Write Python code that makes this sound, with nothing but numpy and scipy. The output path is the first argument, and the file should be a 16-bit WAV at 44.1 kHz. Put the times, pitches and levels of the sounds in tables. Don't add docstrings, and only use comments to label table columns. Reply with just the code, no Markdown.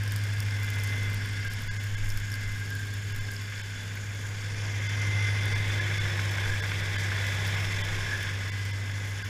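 import sys
import numpy as np
from scipy import signal
from scipy.fft import rfft, irfft, next_fast_len
from scipy.io import wavfile
from scipy.ndimage import uniform_filter1d, map_coordinates

SR = 44100
rng = np.random.default_rng(int(sys.argv[2]) if len(sys.argv) > 2 else 0)


def store_wav(level_fs):
    pcm = np.round(np.clip(np.atleast_2d(level_fs), -1, 1) * 32767)
    wavfile.write(sys.argv[1], SR, pcm.T.astype(np.int16))


def boost_factor(decibels):
    exponent = np.asarray(decibels, float) / 20
    return 10 ** exponent


N = 409675


def rms_one(x):
    return x / np.sqrt(np.mean(x ** 2) + 1e-20)


def in_time(rows):
    s, *columns = np.transpose(rows)
    return [np.interp(np.arange(N) / SR, s, c) for c in columns]


def drift(rate):
    r = np.exp(-80 * np.pi * rate / SR)
    slow = signal.lfilter([1], [1, -2 * r, r * r], rng.standard_normal(N // 40 + 2002))[2000:]
    return np.interp(np.arange(N) / 40, np.arange(len(slow)), rms_one(slow))


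def swells(rows):
    t = np.arange(0, N + 100, 100) / SR
    lift = np.max([db * np.exp(-2 * ((t - s) / length) ** 2) for s, length, db in rows], axis=0)
    return np.interp(np.arange(N) / SR, t, lift)


def coloured(x, spectrum):
    size = next_fast_len(N)
    hz, db = np.transpose(spectrum)
    bins = np.arange(size // 2 + 1) * SR / size
    gain = boost_factor(np.interp(np.log(bins + 1), np.log(hz), db, left=-90, right=-90))
    return rms_one(irfft(rfft(x, size) * gain, size)[:N])


def resonance(x, hz, width):
    r = np.exp(-np.pi * width / SR)
    return signal.lfilter([(1 - r * r) / 2, 0, (r * r - 1) / 2], [1, -2 * r * np.cos(2 * np.pi * hz / SR), r * r], x)


def ringing(x, hz, width):
    return rms_one(resonance(resonance(x, hz, width), hz, width))


def between(nose, side_sound, nose_sound):
    return (1 - nose) * side_sound + nose * nose_sound


# frequency in Hz, level in dB per Hz.
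AIR_COLOUR = [(200, -17), (5000, -10), (9000, -10), (13000, -4), (15500, -28), (16500, -30)]


def still_air():
    return boost_factor(-65) * coloured(rng.standard_normal(N), AIR_COLOUR)


# centre in seconds, length in seconds, rise over the lull in dB.
GUSTS = [(.45, .3, 3), (1.15, .3, 11), (1.6, 0.32, 15), (2.1, 0.27, 22), (2.5, .15, 16), (3.2, 0.12, 17),
         (4.15, .3, 3), (4.55, 0.14, 11), (5.6, .25, 13), (6.03, 0.1, 14), (6.5, .15, 15), (6.85, 0.2, 10),
         (7.95, 0.48, 14)]


def buffet():
    slow_lumps = ringing(rng.standard_normal(N), 7.6, 20.0)
    quick_lumps = ringing(rng.standard_normal(N), 22, 28.3)
    lull_db = -52
    return boost_factor(lull_db + swells(GUSTS)) * rms_one(slow_lumps + .12 * quick_lumps)


def crackle(stir):
    grains_per_s = 420 * stir * boost_factor(3.0 * drift(11))
    sizes = boost_factor(2.1 * np.minimum(rng.exponential(1, N), 4))
    grains = (rng.random(N) < grains_per_s / SR) * sizes
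    tails = signal.lfilter([1], [1, -.97], grains) * rng.standard_normal(N)
    band = signal.butter(1, [6000, 14000], "band", fs=SR, output="sos")
    return boost_factor(-58.5) * 2.36 * signal.sosfilt(band, tails)


# start in seconds, peak in dB.
SNAPS = [(0.0348, -37), (0.0772, -33), (0.1206, -31), (0.161, -28.5), (0.2379, -36), (0.3835, -44),
         (0.4032, -29), (0.4264, -34), (0.632, -37), (0.6444, -36), (0.7023, -33), (0.7991, -38),
         (0.8101, -36), (0.836, -29), (0.843, -33), (0.8739, -32), (1.0311, -35), (1.1, -39), (1.1313, -37),
         (1.1434, -34), (1.259, -38), (1.448, -35), (1.5075, -43), (1.5349, -35), (1.6057, -43),
         (1.62, -36), (1.8392, -37.5), (1.9849, -44), (2.0457, -41), (2.0916, -34), (2.1016, -34),
         (2.1221, -39), (2.173, -32.5), (2.3176, -37), (2.327, -39), (2.3411, -38), (2.3544, -37),
         (2.4099, -45), (2.4773, -43), (2.6599, -46), (2.7038, -38), (2.7516, -35), (2.794, -41),
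         (2.9392, -36), (3.1487, -40), (3.161, -35), (3.316, -34), (3.3358, -37), (3.9539, -38),
         (4.148, -40), (5.4555, -34), (6.3126, -36), (7.2669, -34), (7.4689, -34), (7.4774, -32),
         (7.8506, -39), (8.2282, -35), (8.4881, -43), (8.6522, -41)]
# start in seconds, peak in dB.
TAPS = [(0.0972, -34), (0.403, -30), (0.5086, -29), (0.7991, -30), (0.8744, -38), (0.8914, -30),
        (1.4292, -34), (1.5449, -32), (2.0562, -39), (2.102, -31), (2.1755, -34), (2.2518, -35),
        (2.3184, -30), (2.3264, -34), (2.3404, -26), (2.661, -34), (3.2525, -34), (3.365, -27),
        (4.6548, -31), (5.3802, -37), (5.4335, -29), (5.8192, -41), (7.1716, -29), (7.2674, -38),
        (7.8012, -38), (8.6532, -34)]


def ticks(stir):
    snaps, rings, t = np.zeros(N + 400), np.zeros(N + 400), np.arange(400) / SR
    chance = np.cumsum(stir ** 2) / np.sum(stir ** 2)
    when = np.interp(rng.random(12), chance, np.arange(N) / SR)
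    small = np.c_[when, -47 + 2 * rng.standard_normal((12, 2))]
    # (s, snap dB, ring dB)
    rows = [(s, db, db - 7) for s, db in SNAPS] + [(s, db - 16, db) for s, db in TAPS] + list(small)
    for (s, snap_db, ring_db), burst in zip(rows, rng.standard_normal((len(rows), 400))):
        start = round(s * SR)
        snap = burst * (np.exp(-t / 0.0006) + .2 * np.exp(-t / .003)) * (t > .0005)
        snaps[start:][:400] += boost_factor(snap_db + 8.0) * snap / np.abs(snap).max()
        ring_hz = 5150 * (1 + .04 * burst[-1])
        ring = np.sin(2 * np.pi * ring_hz * t) * 3 * np.exp(-t / 0.00059) * np.clip(t / 0.0012, 0, 1)
        rings[start:][:400] += boost_factor(ring_db + 2.5) * ring
    band = signal.butter(1, [5500, 16000], "band", fs=SR, output="sos")
    return (signal.sosfilt(band, snaps + 1e-18) + rings)[:N]


# time in seconds, pitch in Hz.
FAN_PITCH = [(0, 2100), (.5, 2078), (.85, 2065), (1.3, 2072), (2.2, 2085), (2.5, 2068), (3.1, 2088),
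             (3.6, 2060), (4.6, 2090), (5.25, 2072), (5.9, 2068), (6.3, 2040), (7.15, 2015), (7.6, 2040),
             (8.5, 2025), (9.29, 2060)]
# time in seconds, level in dB.
FAN_LEVEL = [(0, -52), (.6, -41.5), (1.0, -37.5), (1.3, -47), (1.7, -46.5), (2.25, -50), (2.5, -39),
             (2.8, -60), (3.2, -48), (4.2, -55), (4.7, -44), (5.1, -35.5), (5.25, -30.5), (5.45, -37),
             (5.7, -38), (6.2, -50), (7.05, -41), (7.3, -43), (7.6, -41), (8.0, -54), (8.6, -43.5),
             (9.29, -49)]


def fan():
    (whine_hz,), (db,) = in_time(FAN_PITCH), in_time(FAN_LEVEL)
    wobble = 1.1 * drift(19) + drift(1.0)
    skirt = 1 + .15 * (drift(35) + 1j * drift(27))
    whine = np.exp(1j * (2 * np.pi * np.cumsum(whine_hz) / SR + wobble))
    return boost_factor(db + 1.3 * drift(5)) * np.real(skirt * whine)


# start in seconds, peak in dB.
KNOCKS = [(.238, -35), (.313, -24), (1.132, -26), (1.43, -29), (2.043, -29), (2.174, -21.5), (2.361, -26),
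          (3.754, -28), (3.973, -20.5), (5.026, -19), (5.176, -22), (5.759, -17), (5.876, -25),
          (5.9135, -16), (5.994, -14), (6.055, -17), (6.1925, -12), (6.2566, -17), (6.3734, -17),
          (6.383, -13), (6.4348, -19), (6.458, -16), (6.478, -18), (6.6378, -14), (6.718, -11.5),
          (6.837, -18), (6.955, -18), (7.1182, -14), (7.1795, -18), (7.277, -32), (7.3701, -28),
          (7.4424, -20), (7.476, -19), (7.53, -25), (7.7323, -30), (8.0226, -24), (8.1, -23), (8.2281, -21),
          (8.2891, -16)]


def knocks():
    blows, k = np.zeros(N), np.arange(900)
    rattle_s = .009
    for (s, db), burst in zip(KNOCKS, rng.standard_normal((len(KNOCKS), 900))):
        thud = np.sin(k * 0.24) * np.exp(-k / 12) * 1.04
        rattle = .2 * burst * np.exp(-k / (rattle_s * SR))
        blows[round(s * SR):][:900] += boost_factor(db + 11) * (thud + rattle)
    return resonance(blows + 1e-18, 1590, 74) + 0.71 * resonance(blows + 1e-18, 2150, 160)


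def strokes(firings, depth_db, scatter_db):
    count = firings.astype(int)
    strength = uniform_filter1d(rng.standard_normal(count[-1] + 1)[count], size=120)
    return rng.standard_normal(N) * boost_factor(depth_db * np.cos(np.pi * firings) + scatter_db * strength)


def intake(rush):
    start, end, turn_s = 2.0, 5.1, 0.47
    hidden_db, open_db = -58.5, -55
    db, = in_time([(start - turn_s, hidden_db), (start, open_db), (end, open_db), (end + turn_s, hidden_db)])
    return boost_factor(db) * ringing(rush[::-1], 6850, 990)


# frequency in Hz, level in dB per Hz.
COWL_SIDE = [(760, -26), (1300, -14), (1430, -11), (1630, 0.5), (1860, -10), (2130, -8.5), (2380, -15.5),
             (2610, -11), (3270, -13.5), (3520, -14.5), (3900, -32), (4200, -48), (5460, -75.5),
             (9240, -120)]
COWL_NOSE = [(760, -24), (1300, -10), (1360, -46), (1410, -10.5), (1650, -4.5), (1860, -3.5), (2090, -2.5),
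             (2450, -9), (2570, -8), (2850, -14), (3490, -8), (4200, -20.5), (5460, -62.5), (9240, -120)]
# frequency in Hz, level in dB per Hz.
HISS_SIDE = [(3600, 6), (4000, -3), (4500, 2.5), (5000, 3), (5300, 5.5), (5900, 0.5), (7300, -8.5),
             (8300, -9.5), (10000, -9), (12000, -31), (15400, -45), (16000, -40)]
HISS_NOSE = [(3600, -18), (4000, -5.5), (4500, 3.5), (5000, 4.5), (5300, 2), (5900, 7.5), (7300, -1.5),
             (8500, -6), (10200, -4.5), (11500, -10.5), (15400, -16), (16000, -40)]
# frequency in Hz, width in Hz, level in dB.
PANELS = [(1057, 84, -16), (1474, 163, -9.5), (2230, 180, -12.5), (2388, 58, -11.5), (3112, 73, -17.5),
          (3436, 190, -14.5), (4760, 110, -22), (5330, 360, -11.5)]
# frequency in Hz, width in Hz, level in dB.
BRACKETS = [(3460, 80, -10), (4800, 120, -18), (5300, 150, -17), (1640, 50, -10)]
# centre in seconds, length in seconds, rise over its rest in dB.
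BUZZES = [(1.45, 0.14, 6), (2.35, 0.12, 16), (2.75, 0.34, 16), (3.3, 0.071, 9), (5.9, 0.23, 4),
          (6.28, .12, 3), (6.5, .2, 11), (7.1, 0.66, 7.5), (7.45, 0.29, 9), (8.15, 0.22, 16)]


def body(firings, nose, cowl_db, echo_ms):
    knock = strokes(firings, depth_db=1.0, scatter_db=1.0)
    rush = strokes(firings, depth_db=.6, scatter_db=1.74)
    cowl = between(nose, coloured(knock, COWL_SIDE), coloured(knock, COWL_NOSE))
    panels = sum(boost_factor(db + 2.0 * drift(0.89)) * ringing(knock, hz, width) for hz, width, db in PANELS)
    clatter = boost_factor(-41.5 + cowl_db) * (cowl + boost_factor(-6.5) * panels)

    big_panel_db = -59 + 0.85 * cowl_db + swells(BUZZES) + 4 * drift(7.1) + 1.5 * drift(5.5)
    big_panel = boost_factor(big_panel_db) * between(nose, ringing(knock, 1605, 110), ringing(knock, 1668, 199.8))

    hiss = between(nose, coloured(rush, HISS_SIDE), coloured(rush, HISS_NOSE))
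    hiss = hiss + .25 * map_coordinates(hiss, [np.arange(N) - echo_ms * SR / 1000], order=3)
    brackets = sum(boost_factor(db + 2.5 * drift(2.5)) * ringing(rush, hz, width) for hz, width, db in BRACKETS)
    hiss_db = -49.5 + 0.63 * cowl_db
    return clatter + big_panel + boost_factor(hiss_db) * (hiss + brackets) + intake(rush)


# eighths of the firing rate, level in dB from the side, dB from the nose.
LIMP_LINES = [(2, -32, -46), (3, -40, -36), (4, -18, -24), (5, -25, -18), (7, -16.5, -23), (9, -15, -31),
              (10, -20, -32), (11, -31, -21), (12, -30, -19), (13, -24, -16.5), (14, -34, -32),
              (16, -19, -28), (18, -32, -38), (19, -23, -28), (20, -24, -29), (21, -27, -30),
              (24, -27, -27), (27, -42, -36), (28, -38, -24), (29, -42, -34), (32, -24, -34),
              (36, -32, -28), (37, -35, -30), (40, -36, -28)]
# frequency in Hz, level in dB per Hz.
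BURBLE_SIDE = [(24, -50), (40, -29), (78, -4.5), (102, -3), (128, -8), (153, -13), (253, -14), (321, -26.5),
               (420, -21), (738, -27), (1400, -27), (1820, -67), (3080, -120)]
BURBLE_NOSE = [(24, -55), (40, -31), (76, -8), (102, -7.5), (122, -14), (146, -10.5), (212, -22),
               (540, -17), (728, -21.5), (883, -18.5), (1400, -27.5), (1820, -72), (3080, -120)]


def exhaust(firings, limp, nose, cowl_db, outlet_db):
    throb_db = np.clip(2.1 - 1.3 * nose, 1.2, 2.4) * np.cos(limp)
    hum_db = -29.5 + outlet_db + .5 * drift(4.0) + throb_db
    hum = np.sqrt(2) * boost_factor(hum_db) * np.sin(2 * np.pi * firings + 0.048 * drift(6))

    lines = np.zeros(N)
    for eighths, side_db, nose_db in LIMP_LINES:
        if abs(eighths - 8) <= 1:
            continue
        turn = 4 * round(eighths / 4)
        angle = np.pi / 4 * turn * firings + (eighths - turn) * limp
        angle = angle + 2 * np.pi * rng.random() + .3 * drift(2)
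        db = side_db + nose * (nose_db - side_db) + .5 * np.sqrt(eighths) * drift(1.36)
        lines += boost_factor(db) * np.sin(angle)

    puffs = rng.standard_normal(N) * boost_factor(0.71 * drift(10.0))
    gas = between(nose, coloured(puffs, BURBLE_SIDE), coloured(puffs, BURBLE_NOSE))
    burble_db = -43.5 + 0.6 * cowl_db + .5 * drift(2.2)
    return hum + boost_factor(burble_db) * (boost_factor(10.5) * lines + boost_factor(-2.5) * gas)


# time in seconds, firing rate in Hz, rate of the limp in Hz.
SPEED = [(0, 103, 12.8), (.5, 101.9, 12.8), (.9, 101.2, 12.8), (1.3, 101.4, 13), (1.75, 101.75, 13),
         (2.75, 101.4, 13.6), (3.25, 101.7, 13.6), (3.75, 101.05, 13.6), (4.55, 102.35, 13),
         (5.5, 101.7, 13), (5.9, 101.2, 13.2), (6.22, 99.9, 15.8), (6.65, 99.5, 15.8), (7.15, 98.8, 15.5),
         (7.6, 99.55, 15.2), (8.4, 98.6, 15), (8.8, 99.5, 14), (9.29, 100.1, 13)]
# time in seconds, facing the nose from 0 to 1, nearness to the cowl in dB,
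# nearness to the exhaust outlet in dB, delay of a close echo off the ground or helmet in ms.
WALK = [(0, 0.3, -0.5, 0, 0.23), (.95, 0.48, 1.5, 0, 0.29), (1.2, 0.34, 0.5, -1, 0.24),
        (1.45, 0.2, 0.5, -4, 0.25), (1.9, 0.26, -2, -3.5, 0.28), (2.7, 0.19, -2, -4, 0.26),
        (3.15, 0.18, -2, -4, 0.27), (3.5, 0.28, -1.5, -7.5, 0.26), (4.3, 0.44, -2.5, -5, 0.29),
        (4.7, 0.67, 1.5, -1.5, 0.16), (5.3, 0.75, 4.5, 2.5, 0.2), (5.9, 0.97, 5.5, 0, 0.27),
        (6.8, 0.94, 5, -2, 0.248), (7.5, 1, 6.5, -1, 0.26), (8.2, 0.8, 4.5, -4.5, 0.27),
        (8.6, 0.48, 0.5, -2.5, 0.24), (9.1, 0.6, -1, -3, 0.29), (9.29, 0.3, 1.5, -7, 0.29)]
# time in seconds, stir from 0 to 1.
STIR = [(0, 1), (3.4, 0.9), (3.75, 0.4), (4.3, .4), (4.6, .1), (5.9, 0.1), (6.3, .5), (7.1, .5), (7.3, 0.9),
        (8.3, 0.5), (9.29, 0.6)]


def scene():
    firings, limps = np.cumsum(in_time(SPEED), axis=1) / SR
    limp = 2 * np.pi * limps + .35 * drift(2.5)
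    nose, cowl_db, outlet_db, echo_ms = in_time(WALK)
    nose, stir = np.clip(nose, 0, 1), np.clip(in_time(STIR)[0], .02, 1)
    surroundings = still_air() + buffet() + crackle(stir) + ticks(stir)
    engine = fan() + knocks() + body(firings, nose, cowl_db, echo_ms)
    engine = engine + exhaust(firings, limp, nose, cowl_db, outlet_db)
    return (surroundings + engine)[None]


# centre in seconds, top kept in Hz, share of the moment hit, # what is
# left of the weak lines in dB.
THINNED = [(1.492, 5200, .4, -14), (1.696, 7100, 1.2, -60), (1.79, 10000, .45, -12), (1.961, 5500, .4, -14),
           (3.136, 7200, .42, -16), (3.2, 7200, .4, -12), (3.626, 6000, .42, -14), (4.884, 5500, .4, -12),
           (5.544, 5500, .4, -12), (5.803, 6000, .3, -9), (5.993, 5800, .45, -13), (6.615, 5500, .5, -14),
           (6.975, 5000, .35, -12), (7.83, 3900, .45, -16), (8.51, 5500, .45, -15), (8.723, 5800, .4, -13),
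           (9.236, 5500, .45, -14)]


def thin_moments(x):
    size = 1882
    out, window = x.copy(), np.sin(np.pi * np.arange(size) / size)
    hz = np.arange(size // 2 + 1) * SR / size
    for s, top_hz, share, left_db in THINNED:
        part = slice(round(s * SR) - size // 2, round(s * SR) + size // 2)
        fade = np.clip((window ** 2 - .9 + .6 * share) / .25, 0, 1)
        lines = rfft(x[part] * window)
        strong = np.abs(lines) > 1.9 * uniform_filter1d(np.abs(lines), size=24)
        strong = strong & (hz > 200) & (hz < top_hz)
        lost = ~strong * (hz > 200) * (hz < 14900) * (1 - boost_factor(left_db - 4))
        out[part] -= fade * irfft(lines * (lost - strong), size) / np.maximum(window, .5)
    return out


def top_cut(x):
    return signal.sosfilt(signal.butter(12, 16510, fs=SR, output="sos"), x)


def record(dry):
    low_pass = signal.ellip(10, .3, 62, 15330, fs=SR, output="sos")
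    mix = thin_moments(signal.sosfilt(low_pass, dry[0]))[None]
    return top_cut(mix)


dry = scene()
out = record(dry)
store_wav(out)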